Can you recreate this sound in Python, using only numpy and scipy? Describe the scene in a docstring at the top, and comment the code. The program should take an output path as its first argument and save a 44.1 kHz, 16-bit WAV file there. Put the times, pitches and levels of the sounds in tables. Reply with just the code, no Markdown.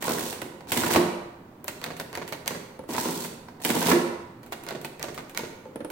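"""A crank is pulled with a rattle of racks and gears, pawls catch, and the works slam home: an adding machine.
Twice it is pulled and let back; after each return a finger presses three keys and then knocks the crank knob.
Contacts are filtered noise bursts, short sine modes and impulses; case, knob and crank arm are resonators.
Gear noise is clatter of random contacts shaped by the crank's movements, with a ratchet ticking on the pulls.
A metal housing filters the keys and works, a ringing room adds its tail, and steady air noise lies below."""
import sys
import numpy as np
from scipy import signal
from scipy.fft import rfft, irfft, next_fast_len
from scipy.io import wavfile
from scipy.ndimage import uniform_filter1d

SR = 44100
rng = np.random.default_rng(int(sys.argv[2]) if len(sys.argv) > 2 else 0)


def transcribe(signal):
    """Save signal, clipped to [-1, 1], as a 16-bit WAV file at the path in sys.argv[1]."""
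    frames = np.atleast_2d(signal).T
    limited = np.clip(frames, -1, 1)
    pcm = np.round(limited * 32767).astype(np.int16)
    wavfile.write(sys.argv[1], SR, pcm)


N = 260631
TIME = np.arange(N) / SR   # [s]

# the crank is pulled forward: (start [s], end [s], time to pick up speed [s])
PULLS = [(0.003, 0.354, 0.035), (2.877, 3.272, 0.079)]
# the spring takes the crank back: (pawl flips [s], crank slams home [s], relative slam level [dB])
RETURNS = [(0.7195, 0.9642, -27.5), (3.6491, 3.9199, -27)]
# a fingertip lands on a key top or shifts on it:
# (time [s], sharpness [dB], weight [dB], fingernail tick level [dB])
TOUCHES = [(1.643, -8, 10, -42), (1.967, 8, 1, -62), (2.278, 12.5, -7, -66), (2.2904, 1, -10, -51),
           (4.4315, -3, 6.5, -58), (4.463, -3, 4, -58), (4.6366, 3, 7, -49), (4.8142, 4, -10, -47),
           (5.145, 8, -8, -54), (5.296, 5, -21, -56)]
# spectrum of a steel tick: (frequency [Hz], relative density [dB per Hz])
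STEEL_COLOUR = [(600, -40.5), (1500, 6.5), (2400, 4.5), (3600, 0.5), (6000, -8), (8000, -1), (10000, -3.5),
                (15500, -1.5)]
# spectrum of a lever clack: (frequency [Hz], relative density [dB per Hz])
LEVER_COLOUR = [(250, -22.5), (550, -0.5), (780, -3), (1000, 2), (1270, -5.5), (1520, -7.5), (2200, -9.5),
                (3200, -17), (5000, -16), (9000, -37)]
# spectrum of rattling gear teeth: (frequency [Hz], relative density [dB per Hz])
TEETH_COLOUR = [(500, -2.5), (1400, -17), (2600, -4), (4200, 1.5), (6200, -1), (7200, -1), (8400, 2.5),
                (9600, -2.5), (15500, -0.5)]
# stereo width of the sound at the microphones: (frequency [Hz], side relative to mid [dB])
STEREO_WIDTH = [(100, -20), (250, -21.5), (500, -8), (1000, -2.5), (4000, 0.5), (12000, 1.5)]


def catches(snap_db=-11, tick_db=-1, clack_db=-1.0, ping_db=-6, thud_db=-5, ring_db=-44.0,
            tick_t60=0.056, clack_t60=.05, thud_t60=0.08):
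    """Impact excitation: heavier parts of the works hit their stops and shake the whole frame."""
    # spectrum of a case thud: (frequency [Hz], relative density [dB per Hz])
    thud_colour = [(55, -41.5), (85, -17), (140, -7), (235, 0), (380, 1.5), (520, -5), (750, -10),
                   (1000, -4), (1300, -40), (2500, -30)]
    s, tick, clack, thud = crank_contacts().T
    tick_blows = impulses(s, tick + snap_db) + blows(s, tick + tick_db, tick_t60)
    steel = colour(tick_blows, STEEL_COLOUR)
    lever = colour(blows(s, clack + clack_db, clack_t60), LEVER_COLOUR)
    lever_modes = pings(s, clack + ping_db, low_hz=474, high_hz=2036, t60=0.073, count=7)
    body = colour(blows(s, thud + thud_db, thud_t60), thud_colour)
    return steel + lever + lever_modes + body + case(s, thud + ring_db)


def crank_contacts():
    """A mechanism repeats its impact sequence: each return shares one, besides the separate catches."""
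    # pawls and racks catch where the digits set them, mostly during a stroke:
    # (time [s], relative steel tick [dB], lever clack [dB], case thud [dB])
    digit_catches = [(0.0252, -34, -37.5, -58), (0.0806, -46, -29, -38), (0.0965, -47, -35.5, -27.5),
                     (0.109, -49, -33.5, -30), (0.128, -51, -44, -41), (0.147, -54, -48, -33),
                     (0.1835, -55, -36.5, -32), (0.211, -42, -43, -49), (0.228, -54, -55, -49),
                     (0.3274, -37, -43, -38), (0.417, -37.5, -36, -32.5), (0.607, -58, -47.5, -52),
                     (0.835, -42, -27.5, -31), (0.864, -35, -32, -24), (0.906, -37, -28, -33),
                     (2.8902, -51, -51, -29), (2.9492, -52, -36, -32), (2.9804, -48, -28.5, -28),
                     (3.055, -56, -34, -27.5), (3.07, -52, -39.5, -35.5), (3.088, -52, -37, -28.5),
                     (3.2471, -37.5, -42, -37.5), (3.485, -66, -46.5, -44), (3.745, -56, -48, -24.5),
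                     (3.762, -37, -33.5, -23.5), (3.817, -52, -32, -34), (3.862, -34, -33, -35),
                     (3.883, -41, -30.5, -20), (3.901, -36, -35.5, -25.5), (5.9014, -43, -72, -30.5)]
    # contacts as each return begins:
    # (time after the pawl flips [s], relative steel tick [dB], lever clack [dB], case thud [dB])
    flip_contacts = [(-.048, -59, -49.5, -44), (0, -23.5, -31.5, -25), (.0095, -45, -38, -38),
                     (.0465, -39.5, -34, -26), (.053, -25.5, -36.5, -25.5)]
    # contacts as each return ends:
    # (time after the slam [s], relative steel tick [dB], lever clack [dB], case thud [dB])
    home_contacts = [(-.0285, -27, -39.5, -34), (-.017, -33, -26, -39), (-.0045, -37.5, -20, -26),
                     (0, -32, -25, -19.5), (.0108, -38, -29, -29)]
    rows = [digit_catches]
    for flip, slam, _ in RETURNS:
        rows.append(np.add(flip_contacts, [flip, 0, 0, 0]))
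        rows.append(np.add(home_contacts, [slam, 0, 0, 0]))
    return np.vstack(rows)


def gears(link_db=-8, lever_db=-8.5, rattle_db=-1, rumble_db=-7.5):
    """Motion-driven random impacts: teeth rattle, links clink, levers knock, racks judder in their guides."""
    # spectrum of juddering racks: (frequency [Hz], relative density [dB per Hz])
    rack_colour = [(55, -19), (85, -3), (130, -12.5), (200, 0), (270, -3.5), (340, 1.5), (430, -0.5),
                   (600, -6), (780, -2.5), (1030, -0.5), (1280, -16.5), (2200, -10.5), (5000, -32)]
    stop_s = 0.012   # the rattle dies once the crank stops
    rattle, rumble = np.zeros(N), np.zeros(N)
    for start, end, attack_s in PULLS:
        # the hand slows against the spring, so the levels sag
        rattle += stroke(start, end, attack_s, stop_s, db=-32, db_per_s=-21)
        rumble += stroke(start, end, attack_s=0.054, release_s=1, db=-26, db_per_s=-55)
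    for flip, slam, _ in RETURNS:
        start = flip - 0.044   # the crank starts to move before the pawl flips
        attack_s = 0.05
        rattle += stroke(start, slam, attack_s, stop_s, db=-31.5)
        # the type bars rattle back down just before the slam
        rattle += stroke(slam - 0.059, slam, 0.0067, stop_s, db=-36)
        # the racks gather speed
        rumble += stroke(start, slam, attack_s, stop_s, db=-35.5, db_per_s=44.5)
    teeth = colour(rattle * clatter(per_s=380, spread_db=11, t60=.015, count=20), TEETH_COLOUR)
    lever_gain = np.sqrt(rumble * rattle)
    levers = colour(lever_gain * clatter(per_s=190, spread_db=14, t60=0.035, count=10), LEVER_COLOUR)
    links = colour(rattle * clatter(per_s=200, spread_db=9, t60=.03, count=6), STEEL_COLOUR)
    racks = colour(rumble * clatter(per_s=170, spread_db=7, t60=0.055, count=30), rack_colour)
    dry_gears = from_db(rattle_db) * teeth + from_db(link_db) * links
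    dry_gears += from_db(lever_db) * levers + from_db(rumble_db) * racks
    return ratchet(rattle) + dry_gears


def stroke(start, end, attack_s, release_s, db, db_per_s=0):
    """Amplitude envelope of one movement: it picks up, holds on a steady slope [dB/s] and dies away."""
    attack = np.clip((TIME - start) / max(attack_s, .002), 0, 1)
    slope_db = db_per_s * np.clip(TIME - start, 0, end - start)
    release_db = -60 * np.maximum(TIME - end, 0) / max(release_s, .005)
    return attack * from_db(db + slope_db + np.maximum(release_db, -150))


def clatter(per_s, spread_db, t60, count=6):
    """Random impact process: contacts of uneven size, dealt among several small parts; rms one."""
    out = np.zeros((2, N))
    parts = [burst(t60) for part in range(count)]
    draws = rng.random((int(per_s * N / SR), 3))
    for k, (when, size, sign) in enumerate(draws):
        gain = np.sign(sign - .5) * from_db(abs(spread_db) * size ** 2)
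        add(out, when * N / SR, gain * parts[k % count])
    return unit(out) * np.sqrt(N)


def ratchet(rattle):
    """Tooth rate follows shaft speed: a pawl ticks ever slower as a pull meets the spring."""
    # teeth passing the pawl: (rate at the start of a pull [1/s], rate at its end [1/s])
    teeth_per_s = (81, 55)
    tooth_db, spread_db = -7.5, 3.5      # re the rattle; standard deviation
    jitter_s, tooth_t60 = .002, .016
    rate = np.zeros(N)
    for start, end, _ in PULLS:
        rate += np.interp(TIME, [start, end], teeth_per_s, left=0, right=0)
    # a tick wherever the integrated rate passes a whole tooth
    at = np.flatnonzero(np.diff(np.floor(np.cumsum(rate) / SR)))
    shift, size = rng.standard_normal((len(at), 2)).T
    levels_db = 20 * np.log10(rattle[at] + 1e-9) + tooth_db + spread_db * size
    return colour(blows(TIME[at] + jitter_s * shift, levels_db, tooth_t60), TEETH_COLOUR)


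def arm(ring_db=-23.5):
    """Beating of close modes: the crank arm booms after it hits the rest, swelling and throbbing."""
    # modes of the crank arm and its spring: (frequency [Hz], relative level [dB], t60 [s])
    arm_modes = [(188, -8, .5), (232, -2.5, .38), (269, -5, .36), (316, -1, .28), (343.5, 3.6, .62),
                 (354.3, 2.6, .62), (485, -9.5, .5), (646, -14, .4), (752, -16, .35), (942, -14, .35),
                 (1078, -11, .6)]
    _, s, db = np.transpose(RETURNS)
    return modes(arm_modes, s, db + ring_db, spread_db=0.0)


def keys(clack_db=-3, ping_db=-6.5, thud_db=-8, ring_db=-46, slide_db=-11, clack_t60=0.04,
         thud_t60=0.088, bench_db=-10, bench_t60=0.11):
    """Friction, then impact: a stem slides, snaps and bounces once; lever, carriage, case, bench answer."""
    # spectrum of a hard snap: (frequency [Hz], relative density [dB per Hz])
    snap_colour = [(800, -21), (1800, 13.5), (3000, 2.5), (4400, 8), (7000, 1.5), (10000, -4), (13000, 2.5),
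                   (15500, -6.5)]
    # spectrum of the carriage clunk: (frequency [Hz], relative density [dB per Hz])
    clunk_colour = [(100, -35), (250, -7.5), (380, 5), (520, 1), (750, -10), (1000, -6), (1300, -27),
                    (2500, -43)]
    # spectrum of the bench top: (frequency [Hz], relative density [dB per Hz])
    bench_colour = [(55, -20), (85, -20), (140, 0), (200, -1), (350, -3.5), (600, -2), (1500, -49)]
    s, tick, clack, thud, t60 = keystrokes().T
    # the snap is harder where the contact is shorter than the reference of .021 s
    snap_level = tick - 5 - 10 * np.log10(np.maximum(t60, .008) / .021)
    snap = colour(impulses(s, snap_level) + blows(s, snap_level, .006), snap_colour)
    bounce_times = s + .005 * rng.uniform(.5, 2.4, len(s))
    bounce = blows(bounce_times, tick - 10.5, t60)
    stem = blows(s, tick - 3, t60)
    steel = colour(slides(s, tick + slide_db) + bounce + stem, STEEL_COLOUR)
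    lever = colour(blows(s, clack + clack_db, clack_t60), LEVER_COLOUR)
    lever_modes = pings(s, clack + ping_db, low_hz=881.5, high_hz=2619, t60=.075, count=6)
    carriage_modes = pings(s, thud - 9, low_hz=370, high_hz=1200, t60=.06, count=7)
    body = colour(blows(s, thud + thud_db, thud_t60), clunk_colour)
    # the bench top takes a moment (0.012 s) to move
    bench = colour(blows(s + 0.012, thud + bench_db, bench_t60), bench_colour)
    contacts = snap + steel + lever + lever_modes + chatter(s, clack)
    return contacts + carriage_modes + body + bench + case(s, thud + ring_db)


def keystrokes():
    """Latch and spring: a touched key latches, slips free, rubs, snaps up; the carriage lands and rebounds."""
    # a key is pushed down to its latch: (time [s], sharpness [dB], weight [dB])
    presses = [(1.681, 6.5, 1), (1.9991, 2.5, 0.5), (2.3244, 0.5, 2.5), (4.523, 1, 1.5), (4.8471, 1.5, -2),
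               (5.1776, -6.5, 1)]
    # a key springs back up and the pin carriage steps on:
    # (time [s], sharpness [dB], weight [dB], slips free earlier by [s], carriage travel [s])
    releases = [(1.8408, -1.5, -2.5, 0.025, 0.022), (2.1525, -7, -1.5, 0.023, 0.022),
                (2.478, 5.5, -1.5, .018, 0.029), (4.688, -6, -2, .022, 0.02),
                (5.028, -1.5, -3, 0.032, .0133), (5.3747, 2.5, -2, 0.026, 0.018)]
    # contacts of a keystroke, each: (relative steel tick [dB], lever clack [dB], case thud [dB], tick t60 [s])
    # a t60 below the floors used for snaps and bursts gives the shortest sound
    touch = (-51, -58.5, -53, 0.1018)
    latch = (-37, -36.5, -37.5, 0.055)
    unlatch = (-50, -43, -39.5, -0.9)
    rub = (-45, -39.5, -61, 0.9)
    spring_up = (-32.5, -36, -44.5, 0.0183)
    carriage = (-46, -35, -29, -2.8)
    rebound = (-58, -37, -32.5, .02)
    s, sharp, weight, _ = np.transpose(TOUCHES)
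    down = [contact(touch, s, sharp, weight), contact(latch, *np.transpose(presses))]
    s, sharp, weight, lead, travel = np.transpose(releases)
    landing = s + travel
    up = [contact(unlatch, s - lead, 0, weight),
          contact(rub, s - lead / 2, sharp, weight),
          contact(spring_up, s, sharp, weight),
          contact(carriage, landing, weight, weight),
          contact(rebound, landing + 0.042, weight, weight)]   # seconds after the carriage lands
    return np.vstack(down + up)


def contact(kind, times, sharp_db, weight_db):
    """Sharpness scales the tick, weight the clack and thud; rows of (time, tick, clack, thud, t60)."""
    tick, clack, thud, t60 = kind
    columns = np.broadcast_arrays(times, tick + sharp_db, clack + weight_db, thud + weight_db, t60)
    return np.column_stack(columns)


def slides(times, levels_db, length_s=0.014):
    """Sliding friction: a stem scrapes along its guide, louder and louder, just before it snaps."""
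    track, t = np.zeros((2, N)), TIME[:int(length_s * SR)]
    for s, db in zip(times, levels_db):
        add(track, s - length_s, from_db(db) * stereo_noise(len(t)) * t / length_s)
    return track


def chatter(times, levels_db, count=5):
    """Lossy repeated impact: the loose linkage bounces at uneven gaps, on average weaker each time."""
    # spectrum of the loose key linkage: (frequency [Hz], relative density [dB per Hz])
    linkage_colour = [(350, -11), (600, 3), (950, 5), (1200, -3), (1500, 2.5), (2200, -4), (3200, -6.5),
                      (4500, -6.5), (5300, -18), (6100, -11.5), (12000, -24.5)]
    chatter_db, loss_db = -7, 2.6        # re the contact; scale of the loss per bounce
    gap_s, bounce_t60 = .0052, .018
    gaps, sizes = rng.random((len(times), 2, count)).transpose(1, 0, 2)
    s = times[:, None] + np.cumsum(gap_s * (.5 + gaps), axis=1)
    db = levels_db[:, None] + chatter_db - loss_db * (np.arange(count) + 2 * sizes - 1)
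    return colour(blows(s.ravel(), db.ravel(), bounce_t60), linkage_colour)


def nails(t60=0.012):
    """A light, hard impact radiates mostly treble: a fingernail ticks thinly on the key top."""
    # spectrum of a fingernail tick: (frequency [Hz], relative density [dB per Hz])
    nail_colour = [(3000, -19), (8000, -12), (13000, 3), (15500, -4)]
    s, _, _, db = np.transpose(TOUCHES)
    return colour(blows(s, db, t60), nail_colour)


def knob(thump_db=0.0, shell_db=-26.0, tink_db=-0.5, thump_t60=0.083, tink_t60=0.03):
    """Shell modes: soft fingers make the hollow knob ring, thump on its shaft, and tink at its pin."""
    # fingers knocking the loose knob:
    # (time [s], relative hollow ring [dB], shaft thump [dB], pin tink [dB])
    knocks = [(2.792, -35, -41, -57), (2.838, -50, -48, -66), (5.655, -37.5, -51, -87),
              (5.758, -40.5, -35.5, -48), (5.805, -37, -35, -60), (5.847, -36.5, -35, -45.5)]
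    # modes of the hollow knob: (frequency [Hz], relative level [dB], t60 [s])
    shell_modes = [(230, -20, 0.23), (397, -11, .08), (507, -3.5, 0.18), (580, -6.5, 0.056),
                   (882, -6.5, 0.073), (1340, -18, 0.046), (1670, -20, .04)]
    # spectrum of the shaft thump: (frequency [Hz], relative density [dB per Hz])
    shaft_colour = [(90, -17), (215, -1.5), (330, -5), (520, -2), (750, -16), (1400, -20), (3000, -29),
                    (6000, -44), (12000, -65)]
    # spectrum of the pin tink: (frequency [Hz], relative density [dB per Hz])
    pin_colour = [(3000, -12), (7500, -20), (9500, 3), (11000, -6), (15000, -22)]
    s, ring, thump, tink = np.transpose(knocks)
    shell = modes(shell_modes, s, ring + shell_db, spread_db=0.5)
    shaft = colour(blows(s, thump + thump_db, thump_t60), shaft_colour)
    pin = colour(blows(s, tink + tink_db, tink_t60), pin_colour)
    return shell + shaft + pin


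def case(times, levels_db):
    """Modal response: the case and frame ring after each blow."""
    # modes of the case and frame: (frequency [Hz], relative level [dB], t60 [s])
    case_modes = [(86, -26, .5), (127, -16, .5), (159, -11, .4), (189, -9, .45), (231, -10, .35),
                  (272, -12, .35), (347, -9, .35), (428, -13, .25), (489, -10, .3), (533, -10, .2),
                  (620, -5, .14), (745, -7, .14), (852, -10, .16), (965, -7, .14), (1098, -9, .18),
                  (1485, -14, .12), (1620, -15, .12), (1905, -15, .12)]
    return modes(case_modes, times, levels_db, spread_db=3)


def housing(x):
    """Resonant transmission: the metal shell favours some pitches and swallows others."""
    # resonances of the housing: (frequency [Hz], width [Hz], gain [dB])
    resonances = [(129, 14, 6), (137.5, 14, -3.5), (159, 11, 4), (174.6, 19, -2), (183, 21, 7),
                  (209.7, 8.8, -5.5), (236, 7.1, 7), (280, 6.2, 2), (298, 19, -7.5), (349, 9.7, 3.5),
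                  (374, 17, -2), (493, 17, 3), (626, 20, 1.5), (798, 49, -1.5), (943, 41, 1.5),
                  (1010, 50, -2.5), (1056, 12, -1.5), (1220, 300, -2.5), (1433, 77, 2), (1730, 130, -3),
                  (1900, 38, 1), (2530, 43, 1), (2850, 68, 3), (4510, 120, 0), (5060, 570, -2)]
    response = signal.unit_impulse(SR // 2)
    for hz, width, db in resonances:
        b, a = signal.iirpeak(hz, hz / max(width, 3), fs=SR)
        response = response + (from_db(db) - 1) * signal.lfilter(b, a, response + 1e-18)
    return through(x, response)


def room(x, build_s=0.0066):
    """Diffuse reverberation: a tail builds up after the direct sound and dies at its own rate in each band."""
    # decay of the room: (frequency [Hz], decay rate [dB/s])
    decay_rate = [(100, 107), (300, 93.5), (1000, 59.5), (3000, 81.5), (8000, 97), (15000, 169)]
    # strength of the reverberation: (frequency [Hz], relative level [dB])
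    tail_level = [(100, -3.5), (300, 3), (1000, -3.5), (3000, -3), (8000, -2.5), (15000, -6.5)]
    t = TIME[:int(1.2 * SR)]
    noise = even_noise(from_db(-t * at_hz(decay_rate, 500)))
    hz = np.fft.rfftfreq(len(t), 1 / SR)
    build_up = 1 - np.exp(-(t / build_s) ** 2)
    centres = np.geomspace(80, 16000, 9)   # band centres [Hz]
    tail = 0
    for centre, share in zip(centres, np.eye(len(centres))):
        # triangular bands that overlap and sum to one
        band = irfft(noise * at_hz(np.c_[centres, share], hz), len(t))
        envelope = unit(from_db(-t * at_hz(decay_rate, centre)) * build_up)
        tail = tail + band * envelope * from_db(at_hz(tail_level, centre))
    return through(x, tail)


def even_noise(fade):
    """Spectral whitening: spectrum of stereo noise that favours no pitch when it dies with the given fade."""
    noise = stereo_noise(len(fade))
    power = uniform_filter1d(np.mean(np.abs(rfft(noise * fade)) ** 2, axis=0), size=30)
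    return rfft(noise) * np.sqrt(power.mean() / power)


def air(level_db=-48.5):
    """Stationary coloured noise: the steady background of the room."""
    # spectrum of the background: (frequency [Hz], relative density [dB per Hz])
    air_colour = [(25, -8.5), (45, -24), (80, -4.5), (125, -1), (230, -1), (350, -4), (550, -12),
                  (900, -11.5), (1500, -20), (3000, -30.5), (6000, -38.5), (11000, -40), (15500, -33)]
    return from_db(level_db) * colour(stereo_noise(N), air_colour)


def lean(x):
    """Interchannel level difference: each band is shared between the two microphones."""
    # how much more each band reaches the left microphone: (frequency [Hz], level difference [dB])
    left_excess = [(60, 1.5), (250, -3), (500, -2.5), (1100, -2.5), (4000, -3.5), (7300, -7.5), (9500, 2),
                   (12000, 2.5), (15000, -2.5)]
    size = next_fast_len(N + SR // 10)
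    half_db = at_hz(left_excess, np.fft.rfftfreq(size, 1 / SR)) / 2
    return irfft(rfft(x, size) * from_db([half_db, -half_db]), size)[:, :N]


def modes(table, times, levels_db, spread_db):
    """Modal superposition: a blow rings all modes at random strengths; neighbours swing oppositely."""
    out = np.zeros((2, N))
    for k, (hz, db, t60) in enumerate(table):
        radius = from_db(-60 / (max(t60, .02) * SR))
        angle = 2 * np.pi * hz / SR
        force = impulses(times, levels_db + spread_db * rng.standard_normal(len(times)))
        poles = [1, -2 * radius * np.cos(angle), radius * radius]
        ring = signal.lfilter([.5, 0, -.5], poles, force + 1e-18)
        mode = (-1) ** k * from_db(db) * ring
        # higher modes radiate more unevenly to the two sides
        side = .5 * (-1) ** k * from_db(at_hz(STEREO_WIDTH, hz))
        out += mode * (1 + side * np.array([[1], [-1]]))
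    return out


def pings(times, levels_db, low_hz, high_hz, t60=0.1, count=4):
    """Damped sine modes: each struck part has a few short ones at random pitches of its own."""
    track, t = np.zeros((2, N)), TIME[:SR // 8]
    draws = rng.random((len(times), 2, count, 1))
    for s, db, (pitch, side) in zip(times, levels_db, draws):
        hz = low_hz * (high_hz / low_hz) ** pitch
        tones = np.sin(2 * np.pi * hz * t) * from_db(-60 * t / t60)
        ping = np.array([np.sum(tones * side, axis=0), np.sum(tones * (1 - side), axis=0)])
        add(track, s, from_db(db) * np.sqrt(SR / 50) * unit(ping))
    return track


def blows(times, levels_db, t60):
    """Impact train: one burst for each contact, its level taken as rms over a fiftieth of a second."""
    track = np.zeros((2, N))
    for s, db, ring in zip(times, levels_db, np.broadcast_to(t60, len(times))):
        add(track, s, from_db(db) * np.sqrt(SR / 50) * burst(max(ring, .003)))
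    return track


def impulses(times, levels_db):
    """Ideal impacts: one bare impulse for each contact, on the same level scale as the bursts."""
    track = np.zeros(N)
    at = np.clip(np.asarray(times) * SR, 0, N - 1).astype(int)
    track[at] = from_db(levels_db) * np.sqrt(SR / 50)
    return track


def burst(t60):
    """High modal density: a small struck part's quickly dying modes act as decaying noise; energy one."""
    t = TIME[:int(t60 * SR) + 64]
    return unit(stereo_noise(len(t)) * from_db(-60 * t / t60))


def stereo_noise(n):
    """Spatial coherence: white noise, alike in both channels in the bass and unrelated in the treble."""
    size = next_fast_len(n)
    mid, side = rfft(rng.standard_normal((2, size)))
    width = from_db(at_hz(STEREO_WIDTH, np.arange(len(mid)) * SR / size))
    return irfft((mid + side * width * [[1], [-1]]) / np.sqrt(1 + width ** 2), size)[:, :n]


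def colour(x, spectrum, size=4096):
    """Causal (minimum-phase) filtering to the given spectrum; white noise keeps its power."""
    gain = from_db(at_hz(spectrum, np.arange(size // 2 + 1) * SR / size))
    cepstrum = irfft(np.log(gain))
    # folding the cepstrum onto positive times makes the phase minimal
    cepstrum[1:size // 2] *= 2
    cepstrum[size // 2 + 1:] = 0
    return through(x, unit(irfft(np.exp(rfft(cepstrum)))))


def through(x, response):
    """Linear system: convolve with an impulse response."""
    return signal.oaconvolve(np.atleast_2d(x), np.atleast_2d(response), axes=-1)[:, :N]


def add(track, s, sound):
    """Superposition: mix a sound in at a time [s]."""
    start = int(np.clip(s * SR, 0, N - 1))
    track[..., start:start + sound.shape[-1]] += sound[..., :N - start]


def unit(x):
    """Energy normalization: scale to an energy of one per channel."""
    return x / np.sqrt(np.sum(x ** 2, axis=-1, keepdims=True))


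def at_hz(points, hz):
    """Logarithmic pitch scale: read a table on a log-frequency axis."""
    f, value = np.transpose(points)
    return np.interp(np.log(np.maximum(hz, 1)), np.log(f), value)


def from_db(db):
    """Logarithmic level scale: decibels to amplitude gain."""
    return 10 ** (np.asarray(db) / 20)


def scene(keys_wet_db=-2.73, arm_wet_db=-19, knob_wet_db=-4):
    """Superposition of direct and reverberant sound: the machine close by, the room and its air around it."""
    works = housing(catches() + gears())
    shudder = arm()
    fingers = housing(keys()) + nails()
    handle = knob()
    to_room = from_db(keys_wet_db) * fingers + works
    to_room = to_room + from_db(knob_wet_db) * handle + from_db(arm_wet_db) * shudder
    machine = fingers + works + handle + shudder + room(to_room)
    # the machine's sound holds no deep bass
    bass_cut = signal.butter(4, 69, "high", fs=SR, output="sos")   # cutoff in Hz
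    return lean(signal.sosfilt(bass_cut, machine) + air())


def record(dry):
    """Low-pass filtering: the top of the treble is cut steeply above 15900 Hz."""
    return signal.sosfilt(signal.ellip(10, .2, 80, 15900, fs=SR, output="sos"), dry)


dry = scene()
out = record(dry)
transcribe(out)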